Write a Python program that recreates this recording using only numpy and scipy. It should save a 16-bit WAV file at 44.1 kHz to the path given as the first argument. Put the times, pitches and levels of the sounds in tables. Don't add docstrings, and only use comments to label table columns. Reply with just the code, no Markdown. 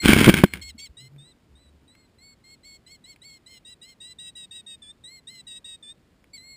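import sys
import numpy as np
from scipy import signal
from scipy.fft import rfft, irfft
from scipy.io import wavfile
from scipy.ndimage import map_coordinates

SR = 44100
rng = np.random.default_rng(int(sys.argv[2]) if len(sys.argv) > 2 else 0)


def persist_wave(psi):
    counts = np.round(np.clip(psi, -1, 1) * 32767).astype(np.int16)
    wavfile.write(sys.argv[1], SR, np.atleast_2d(counts).T)


N = 289296
TIME_S = np.arange(N) / SR
BIN_HZ = np.arange(N // 2 + 1) * SR / N


def from_db(db):
    return 10 ** (np.asarray(db) / 20)


def unit_rms(x):
    return x / np.sqrt(np.mean(x ** 2) + 1e-20)


def at_hz(points, hz):
    points = np.array(points)
    return np.interp(np.log(np.maximum(hz, 1)), np.log(points[:, 0]), points[:, 1])


def low_pass(x, hz, order=2):
    return signal.sosfilt(signal.butter(order, hz, fs=SR, output="sos"), x + 1e-18)


def drift(rate_hz, size):
    steps = np.arange(size) * rate_hz / SR
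    return map_coordinates(rng.standard_normal(4096), [steps], order=3, mode="wrap")


def resonate(x, modes):
    out = 0
    for k, (hz, width_hz, gain_db) in enumerate(modes):
        r = np.exp(-np.pi * width_hz / SR)
        zeros = np.array([1, 0, -1]) * (1 - r * r) / 2
        poles = [1, -2 * r * np.cos(2 * np.pi * hz / SR), r * r]
        out = out + (-1) ** k * from_db(gain_db) * signal.lfilter(zeros, poles, x + 1e-18)
    return out


def add(track, start_s, sound):
    i = max(round(start_s * SR), 0)
    track[i:i + len(sound)] += sound[:max(N - i, 0)]


def pitch_arch(progress, crest_hz, crest_frac, scoop_hz, fall_hz, bend=1.7):
    rising = np.minimum(progress / crest_frac, 1)
    falling = np.maximum((progress - crest_frac) / (1 - crest_frac), 0)
    return crest_hz - scoop_hz * (1 - rising ** bend) ** 2 - fall_hz * falling ** bend


def second_voice(main_phase, second_phase, strain):
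    beat_phase = 2 * main_phase - second_phase
    tone = np.sin(second_phase)
    upper_tone = np.sin(2 * main_phase + beat_phase)
    weak_tones = (from_db(-6.5) * np.sin(main_phase + beat_phase)
                  + from_db(-8.5) * np.sin(2 * second_phase - main_phase)
                  + from_db(-15) * np.sin(main_phase + second_phase))
    rasp = drift(2500, len(tone)) * tone + 0.5 * drift(2500, len(tone)) * upper_tone
    return tone + upper_tone + weak_tones + from_db(-15 + 12 * strain) * rasp


# pitch_hz, pitch_ratio
VOICE_RATIO = [(1760, 1.37), (1910, 1.42), (2030, 1.42), (2140, 1.5)]
# freq_hz, gain_db
THROAT_GAIN = [(1750, -23.5), (1900, -19), (2050, -11), (2200, -5), (3450, -3), (3600, 4), (3800, 2),
               (4000, 0.5), (4150, -7), (4300, -1.5), (4500, 5)]


def peep(length_s, arch, level_db, second_db, attack_s=0.0054, release_s=0.018, join_s=0.014, fade_db=1.5):
    crest_hz, crest_frac, scoop_hz, fall_hz = arch
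    t = np.arange(int(length_s * SR)) / SR
    progress, size = t / t[-1], len(t)
    wander_hz = 0.025 * abs(scoop_hz) * drift(45, size)
    glide_hz = pitch_arch(progress, crest_hz, crest_frac, scoop_hz, fall_hz) + wander_hz
    main_hz = glide_hz * (1 + 0.002 * drift(170, size))
    strain = np.clip((glide_hz.mean() - 1950) / 200, 0, 1)
    shake = (0.002 + 0.011 * strain) * drift(500, size)
    ratio = np.minimum(at_hz(VOICE_RATIO, glide_hz) + 0.063 * (0.5 - progress), 1.5)
    second_hz = glide_hz * ratio * (1 + shake)
    main_phase, second_phase = 2 * np.pi * np.cumsum([main_hz, second_hz], axis=1) / SR
    main = sum(from_db(at_hz(THROAT_GAIN, k * main_hz)) * np.sin(k * main_phase) for k in (1, 2))
    main += from_db(-20) * np.sin(3 * main_phase)
    second = second_voice(main_phase, second_phase, strain)
    swell = np.clip(t / join_s, 0, 1) ** 2
    flutter_db = (1.84 + 2 * strain) * drift(70, size)
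    voices = main + swell * from_db(second_db + flutter_db) * second
    ramp = np.clip(np.minimum(t / attack_s, (t[-1] - t) / release_s), 0, 1)
    envelope_db = level_db + fade_db * (0.5 - progress) + 0.97 * drift(60, size)
    return np.sqrt(2) * from_db(envelope_db) * np.sin(np.pi / 2 * ramp) * voices


# start_s, end_s, crest_hz, crest_frac, scoop_hz, fall_hz, level_db, second_db
KILLDEER_PEEPS = [(0, 0.082, 2100, 0.4, -22, 80, -30, -26), (0.454, 0.56, 2120, 0.18, 40, 38.5, -51, -30.5),
                  (0.613, .716, 2173, 0.73, 23, 304, -42, -13),
                  (0.779, 0.879, 2266, 0.59, 88, 371, -46.5, -8),
                  (.968, 1.085, 2060, 0.52, 169, -32, -48, -14),
                  (1.181, 1.33, 2019, 0.84, 237, 274, -56.5, -20.5),
                  (1.551, 1.704, 2000, 0.35, 168, 85.5, -65, -29),
                  (1.876, 2.069, 2137, 0.66, 213.5, 140, -61.5, -40),
                  (2.183, 2.347, 2221, 0.44, 191, 57, -56, -29),
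                  (2.438, 2.56, 2180, 0.79, 85, 139.5, -52.5, -20),
                  (2.632, 2.777, 2209, 0.2, 187, 52, -51.5, -17.5),
                  (2.863, 2.97, 2192, 0.65, 182, 143.5, -50, -15.5),
                  (3.039, 3.147, 2210, .56, 265, 222.5, -51.5, -17),
                  (3.216, 3.384, 2220, 0.25, 291, 143, -50.5, -18),
                  (3.461, 3.59, 2108, 0.34, 129, 81, -49, -14),
                  (3.648, 3.745, 1984, 0.75, 103, 86, -48.5, -13),
                  (3.814, 3.942, 2129, 0.65, 218, 121, -49.5, -14),
                  (4.002, 4.137, 2005, 0.87, 119, 66, -45.5, -16),
                  (4.185, 4.309, 1920, 0.11, 90, 3.5, -44, -14),
                  (4.352, 4.46, 1936, 0.05, 29, 66, -44, -14.5),
                  (4.509, 4.615, 1918, .54, 66, 74, -44.5, -14),
                  (4.663, 4.761, 1877, 0.24, 21, 38, -45.5, -16),
                  (4.819, 4.922, 1722, 0.29, -55, -101, -46.5, -26.5),
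                  (5.037, 5.202, 2149, 0.64, 264.5, 119, -47, -30),
                  (5.27, 5.417, 2091, .34, 250, 147, -44.5, -18),
                  (5.467, 5.592, 1892, 0.42, -31, -17, -44, -14),
                  (5.643, 5.764, 1891, .12, 51, 24, -44.5, -14.5),
                  (5.825, 5.931, 1749, 0.22, -42, -116, -45.5, -22.5),
                  (6.332, 6.39, 2260, 0.21, 81, 343.5, -46, -22.5),
                  (6.376, 6.585, 2168, 0.56, 166, 80, -47.5, -34)]


def killdeer(field_db=-27, field_t60_s=0.15):
    direct = np.zeros(N)
    for start_s, end_s, *arch, level_db, second_db in KILLDEER_PEEPS:
        add(direct, start_s, peep(end_s - start_s, arch, level_db, second_db))
    t = TIME_S[:SR // 2]
    scatter = rng.standard_normal(len(t)) * from_db(-60 * t / field_t60_s)
    scatter /= np.linalg.norm(scatter)
    return direct + from_db(field_db) * signal.fftconvolve(direct, scatter)[:N]


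# freq_hz, relative_density_db
AIR_SPECTRUM = [(15, -25), (35, -4), (70, -1), (250, -3.5), (800, -18), (3400, -24.5), (5500, -26.5)]


def open_air(level_db=-60.5):
    spectrum = rfft(rng.standard_normal(N)) * from_db(at_hz(AIR_SPECTRUM, BIN_HZ))
    return from_db(level_db) * unit_rms(irfft(spectrum, N))


# freq_hz, width_hz, gain_db
CASE_MODES = [(202.5, 84, 4), (281.5, 82, 3), (348, 78, -2), (1050, 210, -13.5)]
# freq_hz, width_hz, gain_db
SHELL_RESONANCES = [(1000, 1000, -9), (1560, 140, 3), (2223, 220, 2.5), (3180, 430, -1.5),
                    (5060, 2400, -13.5)]
# start_s, end_s, force_db
GRASS_DRAGS = [(0.047, 0.048, -20.5), (0.086, .115, -15.5), (0.166, .295, -18.5), (0.353, 0.399, -26.5),
               (.545, 0.552, -37.5)]


def grass_drags(slips_per_s=2400, scrape_db=-1, grip_db_per_s=903.5, release_db_per_s=299.5):
    force = np.zeros(N)
    for start_s, end_s, force_db in GRASS_DRAGS:
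        grip_db = grip_db_per_s * np.maximum(start_s - TIME_S, 0)
        release_db = release_db_per_s * np.maximum(TIME_S - end_s, 0)
        force += from_db(force_db - grip_db - release_db)
    slip_db = 4.5 * np.minimum(rng.exponential(1, N), 4)
    signs = rng.choice([-1, 1], N)
    slips = from_db(slip_db) * signs * (rng.random(N) < slips_per_s / SR)
    scrape = from_db(scrape_db) * unit_rms(resonate(slips, SHELL_RESONANCES))
    rocking = resonate(rng.standard_normal(N), [(61.7, 64, -3)] + CASE_MODES)
    rumble = unit_rms(low_pass(rocking, 600))
    return force * (scrape + rumble)


# start_s, thump_db, crack_db
CASE_KNOCKS = [(0.057, -4.5, -4.5), (0.091, -1.5, -14.5), (0.132, -2, 2), (0.164, -6.5, -19),
               (0.185, -12.5, -32), (0.212, -2, -11), (0.227, -11.5, -15), (0.271, -7, -28), (0.279, 2, -6),
               (0.288, 2.5, -10), (0.294, 7, 2), (0.340, -9, -2.5), (0.377, -26.5, -16.5),
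               (0.387, -31, -12.5), (0.437, 11.5, 3), (0.536, -36, -16.5), (1.162, -48.5, -50),
               (1.951, -73.5, -43.5), (3.16, -66, -44), (4.268, -60, -54), (6.241, -67.5, -49)]


def case_knocks(thump_gain_db=-5, crack_gain_db=8, crack_decay_s=0.0023, give_s=0.000096):
    thumps, cracks, t = np.zeros(N), np.zeros(N), TIME_S[:SR // 10]
    pressing = 1 - np.exp(-t / give_s)
    for start_s, thump_db, crack_db in CASE_KNOCKS:
        ring = sum(from_db(db + rng.normal(0, 2)) * np.exp(-np.pi * width_hz * t)
                   * np.sin(2 * np.pi * hz * t) for hz, width_hz, db in CASE_MODES)
        add(thumps, start_s, -from_db(thump_db + thump_gain_db) * pressing * ring)
        burst = rng.standard_normal(len(t)) * np.exp(-t / crack_decay_s)
        add(cracks, start_s, from_db(crack_db + crack_gain_db) * burst)
    thumps -= low_pass(thumps, 100, order=1)
    return thumps + resonate(cracks, SHELL_RESONANCES)


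# peak_s, pitch_hz, half_length_s, level_db
TURF_THUDS = [(0.03, 49.82, 0.009, -30), (0.621, 74, 0.1, -45), (0.754, 219.5, 0.0048, -42),
              (0.907, 78, 0.0088, -42.5), (1.041, 121.5, 0.037, -48), (1.17, 141, 0.042, -43),
              (1.549, 67.7, 0.035, -51.5), (1.725, 72, 0.072, -54)]


def cow_thuds(waver_rad=0.84):
    out = np.zeros(N)
    t = np.arange(-SR // 4, SR // 4) / SR
    for peak_s, pitch_hz, half_length_s, level_db in TURF_THUDS:
        swell = np.exp(-(t / half_length_s) ** 2 / 2)
        phase = 2 * np.pi * pitch_hz * t + waver_rad * drift(38, len(t))
        add(out, peak_s + t[0], from_db(level_db) * swell * np.sin(phase))
    return out


def scene():
    mono = killdeer() + case_knocks() + grass_drags() + cow_thuds() + open_air()
    return np.array([mono, mono])


def record(dry, band_hz=5550, converter_hz=12000, cutoff_hz=15250):
    band = low_pass(np.clip(dry, -1, 1), band_hz, order=10)
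    mirrored = band * (1 + 2 * np.cos(2 * np.pi * converter_hz * TIME_S))
    held = irfft(rfft(mirrored) * np.sinc(BIN_HZ / converter_hz), N)
    top_cut = signal.ellip(14, 0.1, 90, cutoff_hz, fs=SR, output="sos")
    return signal.sosfilt(top_cut, np.clip(held, -1, 1))


dry = scene()
out = record(dry)
persist_wave(out)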